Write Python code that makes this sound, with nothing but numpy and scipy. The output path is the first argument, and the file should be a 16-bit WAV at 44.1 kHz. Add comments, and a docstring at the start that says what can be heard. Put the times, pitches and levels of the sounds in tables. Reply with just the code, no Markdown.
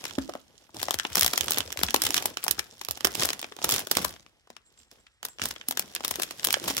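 """Crinkling of a stiff foil pouch

Two hands turn, tear and crinkle a stiff foil pouch close to two spaced microphones.
Buckling creases snap as short noise bursts in four bands; many smaller bursts and a hiss crackle below.
The hollow rings as decaying sines, popping panels push low swings, and slack walls flap as bass noise.
The room answers with a short noise tail over steady room tone; narrow noise whistles faintly in the pause.
"""
import sys
import numpy as np
from scipy import signal
from scipy.fft import rfft, irfft
from scipy.io import wavfile
from scipy.ndimage import uniform_filter1d

SR = 44100
rng = np.random.default_rng(int(sys.argv[2]) if len(sys.argv) > 2 else 0)


def int16_out(signal):
    """Quantize to a 16-bit WAV file."""
    q = np.round(np.clip(np.atleast_2d(signal).T, -1, 1) * 32767)
    wavfile.write(sys.argv[1], SR, q.astype(np.int16))


N = 299880  # samples in the scene
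LEAD = 8  # samples by which the left microphone is earlier


def gain_of(db):
    """Decibel law: amplitude gain from a level."""
    return 10 ** (np.asarray(db) / 20)


def evened(x):
    """Power normalisation: scales to rms 1."""
    return x / np.sqrt(np.mean(x ** 2) + 1e-20)


def read(points, hz):
    """Logarithmic frequency scale: interpolates a spectrum table."""
    f, value = np.transpose(points)
    return np.interp(np.log(hz + 1), np.log(f + 1), value)


def along(rows, s):
    """Linear interpolation: a two-column curve at the times s."""
    return np.interp(s, *np.transpose(rows))


def band(x, edges_hz, order=2):
    """Causal band-pass filtering along the last axis."""
    sos = signal.butter(order, edges_hz, "bandpass", fs=SR, output="sos")
    return signal.sosfilt(sos, x)


def pair(shape, alike):
    """Partial coherence: noise for two microphones, its shared power arriving earlier at the left."""
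    alike = np.clip(alike, 0, 1)
    shared, left, right = np.moveaxis(rng.standard_normal((*shape, 3)), -1, 0)
    common = np.array([shared, np.roll(shared, LEAD, -1)])
    return np.sqrt(alike) * common + np.sqrt(1 - alike) * np.array([left, right])


def place(s, sounds):
    """Superposition: mixes short sounds (channels, events, samples) at their times."""
    out = np.zeros((2, N + SR))
    starts = np.maximum(np.round(np.asarray(s) * SR), 0).astype(int)
    for at, sound in zip(starts, np.moveaxis(sounds, 1, 0)):
        out[:, at:at + sound.shape[1]] += sound
    return out[:, :N]


def leaned(sounds, left_right_db):
    """Level-difference stereo: splits the difference evenly between the channels."""
    return sounds * gain_of([left_right_db / 2, -left_right_db / 2])


# spectral shape of the room tone: f/Hz, relative density level/dB per Hz
ROOM_TONE = [(24, -34.5), (40, -5.5), (75, -15), (215, -41.5), (1900, -24.5), (7170, -37), (7730, -28.5),
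             (8550, -35.5), (16000, -74)]
ROOM_TONE_DB = -70.5  # rms level


def air():
    """Stationary noise: steady room tone, shaped in the frequency domain."""
    spectrum = rfft(pair((N,), 0.91))
    shape = gain_of(read(ROOM_TONE, np.fft.rfftfreq(N, 1 / SR)))
    return gain_of(ROOM_TONE_DB) * evened(irfft(spectrum * shape, N))


# how hard the hands work the foil, as the level of the fine crackle: t/s, level/dB
EFFORT_CURVE = [(0.0, -44.5), (0.2, -52.5), (0.51, -64.5), (0.6, -60.5), (0.735, -67.5), (0.76, -43.5),
                (0.93, -43.5), (0.97, -50), (1.1, -47), (1.17, -36), (1.4, -39.5), (1.59, -38),
                (1.65, -46.5), (1.76, -53), (1.83, -38), (1.93, -47), (2.05, -35), (2.29, -39.5),
                (2.36, -56), (2.5, -49), (2.6, -54), (2.75, -57), (3.0, -52.5), (3.14, -43), (3.19, -28),
                (3.26, -30), (3.31, -45.5), (3.37, -49.5), (3.56, -57), (3.66, -35.5), (3.74, -26.5),
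                (3.81, -34.5), (3.87, -56), (3.97, -31), (4.06, -36), (4.235, -72.5), (4.64, -82.5),
                (4.8, -63), (4.905, -77.5), (4.92, -57.5), (5.2, -87.5), (5.25, -51), (5.36, -77.5),
                (5.44, -33), (5.52, -47.5), (5.59, -60), (5.75, -57.5), (5.8, -47.5), (5.92, -54),
                (6.02, -52), (6.06, -45), (6.22, -41), (6.36, -48.5), (6.47, -40), (6.6, -43), (6.7, -31.5),
                (6.745, -40), (6.8, -35.5)]
SETTLE_DB, SETTLE_S = -26.5, 0.051  # level under the snap; time constant of its power
BRISK_DB = -40  # handling level that counts as brisk


def handling():
    """Power summation: handling level in dB, the effort plus creases crackling on after each snap."""
    s, db = np.array(SNAP_EVENTS).T[:2]
    kicks = np.zeros(N)
    np.add.at(kicks, (s * SR).astype(int), gain_of(db + SETTLE_DB) ** 2)
    settling = signal.lfilter([1], [1, -np.exp(-1 / (SETTLE_S * SR))], kicks)
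    effort = gain_of(along(EFFORT_CURVE, np.arange(N) / SR)) ** 2
    return 10 * np.log10(effort + settling)


# bass, body, edge and treble bands of a crease: lower f/Hz, upper f/Hz
CREASE_BANDS = [(250, 1300), (1300, 3500), (3500, 8000), (8000, 17500)]
# share of each band's power that both microphones hear alike: one fraction per band
BAND_ALIKE = [1, 0.23, 0.18, 0.046]
# relative fading time of each band: one factor per band
BAND_FADE = [1.2, 1.04, 0.97, 1.08]
# where the hands are: t/s, left-right level difference/dB
HAND_SIDE = [(0.0, -4.5), (0.04, 7), (0.11, -1.5), (0.55, -3.5), (0.58, -4.5), (0.85, 4.5), (1.76, 1.5),
             (2.39, 1.5), (2.52, -2), (2.56, 8), (2.88, -2.5), (3.2, 1.5), (6.59, 1.5), (6.8, -1)]


def snap(s, bands_db, length_ms, size=1200, rise=0.38, fall=0.63, after_db=-22, after_ms=10.0,
         scatter_db=3.5, jerk_db=1.23):
    """Buckling: a crease strains, gives way and shivers, bass fading slowest, near the hands."""
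    before_ms = 6  # room for the build-up
    ms = np.arange(size) * 1000 / SR - before_ms
    since = np.maximum(ms, 0)
    length = np.clip(length_ms, .4, 8)[:, None]  # scales the rise and fall time constants
    wander = evened(uniform_filter1d(rng.standard_normal((len(s), size)), size=45))
    jerks = gain_of(jerk_db * length * wander)  # a long crease gives way in several jerks
    build_up = np.exp(np.minimum(ms, 0) / (rise * length))
    afterglow = gain_of(after_db) * np.exp(-since / after_ms)
    out = np.zeros((2, len(s), size))
    for edges, db, slow, alike in zip(CREASE_BANDS, bands_db, BAND_FADE, BAND_ALIKE):
        shape = build_up * (np.exp(-since / (slow * fall * length)) + afterglow)
        part = band(pair((len(s), size), alike) * shape * jerks, edges, order=3)
        top = np.sqrt(uniform_filter1d(part ** 2, size=90).max(2))  # rms of the loudest 2 ms
        out += part * (gain_of(db) / top)[:, :, None]
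    pan_db = along(HAND_SIDE, s) + scatter_db * rng.standard_normal(len(s))
    return place(s - before_ms / 1000, leaned(out, pan_db[:, None]))


def crackle(hands_db, count=2200, spread_db=7.5, colour_db=18, hiss_db=-7, dulling=0.36, rubbing=0.078):
    """Random superposition: many small creases over skin hiss; gentle handling is duller, more rubbing."""
    when, u, length, *colour = rng.random((count, 7)).T
    s = when * N / SR
    gentle_db = np.minimum(hands_db[(s * SR).astype(int)] - BRISK_DB, 0)
    size_db = spread_db * np.minimum(-np.log(u + 1e-9), 2.5)  # few large creases, many small
    bands_db = size_db + colour_db * np.array(colour) + np.array([[-14], [-5], [0], [-4]])
    bands_db += np.outer([0, 0, 0, dulling], gentle_db)  # only the treble dulls
    grains = snap(s, bands_db, 0.3 + 3.0 * length, size=600)
    hiss = band(pair((N,), 0.063), (1300, 7500), order=1)
    hiss_gain = gain_of(hiss_db - rubbing * (hands_db - BRISK_DB))
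    return gain_of(hands_db) * evened(evened(grains) + hiss_gain * evened(hiss))


FLUTTER_DB, FLUTTER_FOLLOW = -46.5, 0.84  # level at brisk handling; dB gained per dB of handling


def flutter(hands_db, lump_db=7):
    """Amplitude modulation: slack walls flap unevenly, mostly in the bass."""
    lumps = np.tanh(evened(uniform_filter1d(rng.standard_normal(N), size=500)))
    walls = band(pair((N,), 0.84), (90, 700))
    level = gain_of(FLUTTER_DB + FLUTTER_FOLLOW * (hands_db - BRISK_DB))
    return level * evened(walls * gain_of(np.minimum(lump_db, 10) * lumps))


# band of the rumble: lower f/Hz, upper f/Hz
SWAY_BAND = (50, 115)
SWAY_DB, SWAY_FOLLOW = -64, 0.32  # level at brisk handling; dB gained per dB of handling


def sway(hands_db):
    """Band-limited noise: a low wandering rumble while the pouch is moved."""
    level = gain_of(SWAY_DB + SWAY_FOLLOW * (hands_db - BRISK_DB))
    return level * evened(band(pair((N,), 0.16), SWAY_BAND))


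# creases buckling: t/s, level/dB, boom (bass over that level)/dB, brightness (treble over body)/dB,
# nominal length/ms, which scales the time constants
SNAP_EVENTS = [(0.0408, -35.5, -3.5, -7, 1.6), (0.0539, -32, -3, -5.0, 2.3), (0.1094, -44, 2, -16, 2.2),
               (0.1861, -37, 7.5, -5.0, 9), (0.295, -45, 18.5, -1, 3.8), (0.3376, -44.5, 5, -10, 2.4),
               (0.353, -51, 21, 2, 1.1), (0.693, -70.5, 21, 11, 2.6), (0.7458, -47.5, -5, -1, 3.6),
               (0.8009, -43, -16, -14, 1.9), (0.8167, -37.0, -4, -2, 1.5), (0.83, -26.5, 0, 6.5, 1),
               (0.8844, -35, 14.0, -17, 1.5), (0.9086, -24, -1.0, 1, 0.67), (0.943, -26.5, -2, 5, 3.1),
               (0.9882, -29.5, -20, -4.0, 0.74), (0.9981, -27, -12, -16, 0.96),
               (1.051, -38.5, 12.5, -43.5, 1.55), (1.1514, -34, -4.0, -3, 2.5),
               (1.1556, -21, -8.0, 8.0, 1.1), (1.171, -25.5, 1, 4, 3.2), (1.1796, -25.5, -1, 0, 1.4),
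               (1.1836, -27.0, -12, 1.0, 1.8), (1.195, -27, -9.0, 18, 0.93), (1.2105, -19.5, -18, 7.0, 1.5),
               (1.2225, -24, -2.5, 2, 3.4), (1.2314, -20.0, -28, 4.5, 1.1), (1.2465, -23.5, -3.5, 7, 2.4),
               (1.2634, -20.5, -4.5, 8, 0.92), (1.279, -26.5, -12, 4, 1.8), (1.3354, -25.5, 1, 0, 2.5),
               (1.3772, -21, -8, 2.5, 4.8), (1.4093, -23, -10.0, -2, 2), (1.4827, -32.5, 3.5, -14, 0.57),
               (1.5082, -28, -1, 18, 0.96), (1.52, -23, -17, 2, 1), (1.5344, -33, -8, 7, 2.3),
               (1.545, -32.5, -16, -3, 1.7), (1.5733, -29.5, 3, -13, 1.1), (1.5788, -33, 0.5, -11.0, 2.2),
               (1.5843, -24.5, -4.5, 10, 0.98), (1.6056, -28.0, -1, -8.5, 1.4), (1.7045, -40, -6, -9, 1.4),
               (1.721, -38.5, -7, -2, 2), (1.7267, -32.0, -11, -2, 1.8), (1.7737, -31, -13.0, -5, 1.5),
               (1.7914, -32.5, 1, -3, 1.7), (1.8139, -38.0, 9.5, -15, 1.2), (1.8345, -19.5, -5.5, 2.5, 5.3),
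               (1.8856, -35.5, 0, -27.5, 2.9), (1.9073, -30, -13.0, -4, 2.3), (1.944, -19, 4.5, 3.5, 1.9),
               (1.9624, -25, -13, 1, 2.4), (2.02, -21.5, -22, 5.5, 1.3), (2.038, -27.5, -4, 9, 2.4),
               (2.0528, -27.5, -17, 4, 3.3), (2.0661, -23, -5, 0, 5.8), (2.1063, -25.5, -4.5, 0, 1.3),
               (2.144, -20.5, -13.0, 3, 1), (2.1662, -25.5, -19, -2, 4), (2.1791, -25, -5.5, -4, 2.8),
               (2.2253, -41, 8, -23, 1.5), (2.2577, -24.5, -4.5, 11.5, 2.1), (2.3717, -30, -1, -10.5, 1.6),
               (2.4279, -48, -14, -15.0, 1.7), (2.4328, -42, -13, -12.0, 1.7),
               (2.4402, -31.5, -7, 18, 0.85), (2.4454, -35, -9, 9, 1.6), (2.4662, -36.5, 6, 0, 1.1),
               (2.4813, -23.5, -1.5, 2.0, 0.6), (2.5111, -23.0, -10, 12, 2.2), (2.584, -54, 20.5, -5, 1.3),
               (2.5933, -25.5, -9.5, -4.5, 3), (2.814, -36, 0.5, -4, 2.2), (2.8495, -37, -30, 6.5, 1.4),
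               (2.8867, -32.5, 3.5, 6, 1.9), (2.9103, -28.5, -5, 11.5, 1.2), (2.9742, -41.0, 0, -1.0, 2.5),
               (3.0078, -36.5, -1, -5, 1.4), (3.0471, -19.5, -6, -10, 1.3), (3.0509, -21.5, 2.5, 10.5, 1.1),
               (3.0713, -26.5, -1, 1, 2.3), (3.153, -28.5, -2, 1, 1.7), (3.2228, -27.5, 0.5, -10, 4.2),
               (3.2505, -29, 3, 5, 1.2), (3.255, -28.5, -3.5, 15, 1.4), (3.2897, -26, -2.5, -3, 0.92),
               (3.304, -27, -3, -4, 1.2), (3.3323, -30, -4.5, -3.0, 2.5), (3.3938, -38, -1.5, 4, 1.4),
               (3.4155, -41, -10, 15, 1.6), (3.4282, -37.5, 3.5, -17, 1.3), (3.4442, -39.5, 5.5, -24, 3.5),
               (3.5223, -50, 7, -29, 2.1), (3.5658, -44.5, 2.5, 2, 1.7), (3.5889, -53.5, 18, -35.5, 2.6),
               (3.6178, -41.5, 8, -9.0, 1.2), (3.6441, -22.0, -0.5, 8, 3.1), (3.6917, -24.5, 0.5, 8, 1.4),
               (3.6999, -27.5, -20, 5, 2), (3.71, -28, -16, 14.5, 2.3), (3.7231, -24.5, -25, 7.5, 1.8),
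               (3.7413, -27.5, -11, 8, 1.7), (3.7618, -28, -5, 7.5, 4), (3.8713, -36.5, 2, 6, 2.5),
               (3.9143, -20.5, -4.5, 8, 2), (3.9703, -20.5, 1.5, 2.5, 2.64), (3.9837, -35, 10.5, -7.5, 1.9),
               (4.0478, -26.5, 2.5, 8.5, 3), (4.1637, -54, 2.5, -29, 0.65),
               (4.2639, -57.5, 3.5, -26.5, 1.2), (4.4732, -64, 12.5, -8.5, 2.1),
               (4.5029, -47.5, 7.5, -8.5, 1.27), (4.5664, -48.0, -2, -13, 1.5), (4.725, -69, -0.5, 3, 3),
               (4.9143, -53, -7, -1.5, 2.8), (5.0679, -59.5, -9.5, -31.0, 2.4),
               (5.23, -37.5, 0.0, -3.5, 1.27), (5.2517, -31, -5.5, 9.5, 3.4), (5.2857, -46, -2, 7, 2),
               (5.386, -47.5, -1.0, -23, 1.7), (5.3965, -45.5, 10.0, -32, 0.7), (5.418, -29, -10, -15, 1.5),
               (5.4391, -32, -22, 5, 1.9), (5.4566, -28.0, -7, 8, 1.6), (5.4876, -42, -14, 16, 2.6),
               (5.5102, -34.5, -6, -2, 3.8), (5.5626, -51, 7, -40, 2), (5.6126, -48, 1, -37, 2.3),
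               (5.6863, -30, -6, 18.5, 2.3), (5.7103, -29, -2, 10.5, 1.7), (5.7238, -37, -3, -1, 2.8),
               (5.7736, -26, -6, -2, 2.7), (5.795, -24.5, -7.5, 11.5, 1.3), (5.9509, -31.0, -11, 11, 1.2),
               (5.9576, -38.5, -9, -10, 1.9), (5.9627, -33.5, -4.0, -17, 2.1),
               (6.0074, -41.5, 9.0, -9, 3.6), (6.0387, -40, 4, -12, 1.7), (6.0477, -26.5, -6, 1, 4.1),
               (6.0804, -31.0, -14, 13, 1.7), (6.1107, -29, -2, 8.5, 4.3), (6.14, -41.0, -11, -17.0, 1.5),
               (6.1576, -32.5, -8, 5, 1.2), (6.1974, -32.5, 5.5, 0.0, 6.6), (6.2218, -29.0, -8, 8, 4),
               (6.2335, -27.5, -19, 2, 0.95), (6.3096, -36, 0, -2, 3.0), (6.3964, -38.0, -17, -4.0, 1.8),
               (6.4317, -39, -5, -15, 1.5), (6.4444, -28, -7.5, 6, 1.2), (6.4484, -23.5, -16, 12, 1.4),
               (6.4712, -25, -7.5, 7, 2.5), (6.4865, -33.5, 5.5, -11, 1.5), (6.5064, -25.5, -6.5, -6, 1.2),
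               (6.528, -26, -13, 15, 1.4), (6.5415, -23, -2.5, -19.5, 2.1), (6.681, -28, 1.5, 3.5, 5.3),
               (6.7083, -33, 6, 1.0, 4.4), (6.768, -27.0, -18, 5, 1.5), (6.7798, -27, -29, -1, 1.3)]
EDGE_DB, BODY_SHARE = 3, 0.36  # edge band over the level; share of the brightness taken from the body


def snaps():
    """Spectral balance: each crease has bass by its boom, body against treble by its brightness."""
    s, db, boom_db, bright_db, length_ms = np.array(SNAP_EVENTS).T
    body_db = db - BODY_SHARE * bright_db
    bands_db = [db + boom_db, body_db, db + EDGE_DB, body_db + bright_db]
    return snap(s, bands_db, length_ms)


# whole panels popping through: t/s, relative level/dB
PANEL_POPS = [(0.1, -54), (0.182, -40.5), (0.78, -46), (0.834, -49), (0.944, -44), (1.107, -45),
              (1.216, -33), (1.404, -39), (1.582, -39), (1.657, -43), (1.775, -38.5), (1.834, -33),
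              (1.938, -45), (2.037, -40), (2.155, -56), (2.255, -52), (2.494, -45), (2.569, -46),
              (2.887, -43), (3.047, -42), (3.17, -44.5), (3.235, -42.5), (3.638, -46.5), (3.742, -47),
              (3.965, -40.5), (4.04, -43.5), (4.106, -49.5), (5.413, -39.5), (5.49, -48), (5.682, -55),
              (6.107, -48), (6.21, -68), (6.471, -51), (6.529, -60), (6.672, -45)]


def pushes(low_hz=55, drop=1.6, drop_ms=18, rise_ms=8, fade_ms=24, pitch_spread=.12, lean_db=6.5):
    """Volume displacement: a popping panel pushes a low swing that falls in pitch and soon dies."""
    s, db = np.array(PANEL_POPS).T[:, :, None]
    pitch, lean = rng.standard_normal((len(s), 2)).T[:, :, None]
    ms = np.arange(9000) * 1000 / SR
    settled_hz = low_hz * np.exp(np.tanh(pitch) * pitch_spread)
    turns = settled_hz * np.cumsum(1 + drop * np.exp(-ms / drop_ms)) / SR
    envelope = (1 - np.exp(-ms / rise_ms)) * np.exp(-ms / fade_ms)
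    swing = 2 * gain_of(db) * envelope * np.sin(2 * np.pi * turns)
    return place(s[:, 0], leaned(swing, lean_db * lean))


# the hollow pouch knocked or popping out: t/s, level/dB, settled pitch f/Hz
THUD_EVENTS = [(0.181, -19, 570), (0.182, -12.5, 264.7), (0.29, -21, 500), (0.351, -22.5, 548),
               (0.744, -33.5, 315), (0.764, -24.5, 745), (0.865, -36, 462), (0.884, -45, 770),
               (1.046, -33, 890), (1.172, -28, 186), (1.335, -25, 360), (1.435, -27, 409),
               (1.655, -28, 473), (1.681, -29.5, 516), (1.76, -27, 560), (1.831, -32, 189),
               (1.889, -33, 224), (1.962, -28, 315), (2.098, -24.5, 295), (2.255, -12, 850),
               (2.464, -17, 746), (2.581, -38, 899), (3.045, -16.5, 382), (3.068, -18.5, 700),
               (3.231, -21.5, 493), (3.433, -37.5, 358), (3.518, -33.5, 414), (3.643, -27, 350),
               (3.743, -27, 403), (3.793, -21.5, 740), (3.834, -36, 382), (3.911, -26, 382),
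               (3.967, -23, 280), (3.996, -31, 187.6), (4.118, -52, 121), (4.505, -52, 235),
               (4.716, -58.5, 432), (4.77, -54, 1080), (4.805, -59, 229), (4.918, -54, 453),
               (4.99, -54.5, 547), (5.419, -34, 234), (5.611, -41, 1330), (5.687, -29.5, 253),
               (5.8, -42, 201), (5.842, -42.5, 226), (6.186, -24.5, 358), (6.197, -30, 1210),
               (6.474, -27, 430), (6.569, -17, 530), (6.617, -28.5, 333), (6.678, -32, 785),
               (6.703, -23.5, 274)]


def thuds(rise_ms=0.91, cycles=8.1, tail_db=-14, linger=9.4, low_hz=300, sag=0.087, sag_ms=5.2):
    """Cavity resonance: a knock rings the hollow, settling to its pitch; a weak part lingers if low."""
    s, db, hz = np.array(THUD_EVENTS).T[:, :, None]
    ms = np.arange(9000) * 1000 / SR
    turns = hz * np.cumsum(1 + sag * np.exp(-ms / sag_ms)) / SR
    fade_db = -60 / cycles * turns  # the main ring dies by 60 dB in this many cycles
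    tail = gain_of(tail_db + fade_db / linger) * np.minimum(low_hz / hz, 1) ** 2
    envelope = (1 - np.exp(-ms / rise_ms)) * (gain_of(fade_db) + tail)
    ring = gain_of(db) * envelope * np.sin(2 * np.pi * turns)
    both = np.array([ring, np.roll(ring, LEAD, 1)])
    return place(s[:, 0], leaned(both, along(HAND_SIDE, s)))


# puffs of the whistle: t of the peak/s, peak level/dB
WHISTLE_PUFFS = [(4.665, -59.5), (4.79, -56), (4.88, -75), (5.0, -65), (5.08, -80), (5.14, -75.5),
                 (5.295, -47.5)]
WHISTLE_HZ, WHISTLE_WIDTH_HZ = 7560, 130
PUFF_RISE_DB_PER_S, PUFF_FALL_DB_PER_S = 901.5, 302


def whistle():
    """Narrow-band noise: a thin sound near one pitch, in puffs."""
    edges = WHISTLE_HZ - WHISTLE_WIDTH_HZ / 2, WHISTLE_HZ + WHISTLE_WIDTH_HZ / 2
    t = np.arange(N) / SR
    puffs = np.zeros(N)
    for s, db in WHISTLE_PUFFS:
        slope_db = np.minimum(PUFF_RISE_DB_PER_S * (t - s), PUFF_FALL_DB_PER_S * (s - t))
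        puffs += gain_of(db + slope_db)
    return puffs * evened(band(pair((N,), 0.25), edges, order=1))


# reverberation of the room: f/Hz, time to die by 60 dB/s
REVERBERATION = [(200, 0.5), (530, 0.083), (1400, 0.26), (3700, 0.072), (9700, 0.07)]
ROOM_DB = -14.5  # gain of the echo


def room(x):
    """Diffuse reverberation: a noise tail per microphone, every band dying at its own speed."""
    hz, t, z = signal.stft(rng.standard_normal((2, SR // 2)), SR, nperseg=256)
    decay = gain_of(-60 * t / read(REVERBERATION, hz)[:, None])
    tail = signal.istft(z * decay, SR, nperseg=256)[1]
    tail = np.pad(tail, ((0, 0), (200, 0)))  # the nearest surfaces answer after 4.5 ms
    return signal.fftconvolve(x, tail / np.linalg.norm(tail[0]), axes=1)[:, :N]


def scene():
    """Linear superposition: the pouch, its echo and the quiet room."""
    hands_db = handling()
    pouch = snaps() + thuds() + crackle(hands_db)
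    echo = gain_of(ROOM_DB) * room(pouch)
    return pouch + echo + flutter(hands_db) + pushes() + sway(hands_db) + whistle() + air()


# microphone port resonances: f/Hz, width at half the dB lift/Hz, lift/dB
PORT_PEAKS = [(3316, 1010, 4), (5470, 700, 4), (11560, 2000, 4.5)]
# colour difference of the two microphones: f/Hz, left-right level/dB
MICROPHONE_LEAN = [(100, 0), (350, -3), (800, 7), (1300, 1.5), (4400, -4), (9000, -1.5)]


def record(dry):
    """Transducer response: port resonances, unlike microphones, bass cut, overload and band limit."""
    hz = np.fft.rfftfreq(2048, 1 / SR)
    lift_db = sum(db / (1 + (2 * (hz - f) / width) ** 2) for f, width, db in PORT_PEAKS) - 1.5
    lean_db = read(MICROPHONE_LEAN, hz)
    lifts = gain_of([lift_db + lean_db / 2, lift_db - lean_db / 2])
    # squared, since the minimum-phase step takes the root of the magnitude
    taps = np.array([signal.minimum_phase(signal.firwin2(1023, hz, lift ** 2, fs=SR)) for lift in lifts])
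    coloured = signal.oaconvolve(dry, taps, axes=1)[:, :N]
    cut = signal.sosfilt(signal.butter(4, 50, "highpass", fs=SR, output="sos"), coloured)
    overloaded = np.clip(cut, -.85, .85)
    band_limit = signal.firwin(255, 16000, window=("kaiser", 9), fs=SR)  # low-pass at 16 kHz
    return signal.oaconvolve(overloaded, band_limit[None], "same")


dry = scene()
out = record(dry)
int16_out(out)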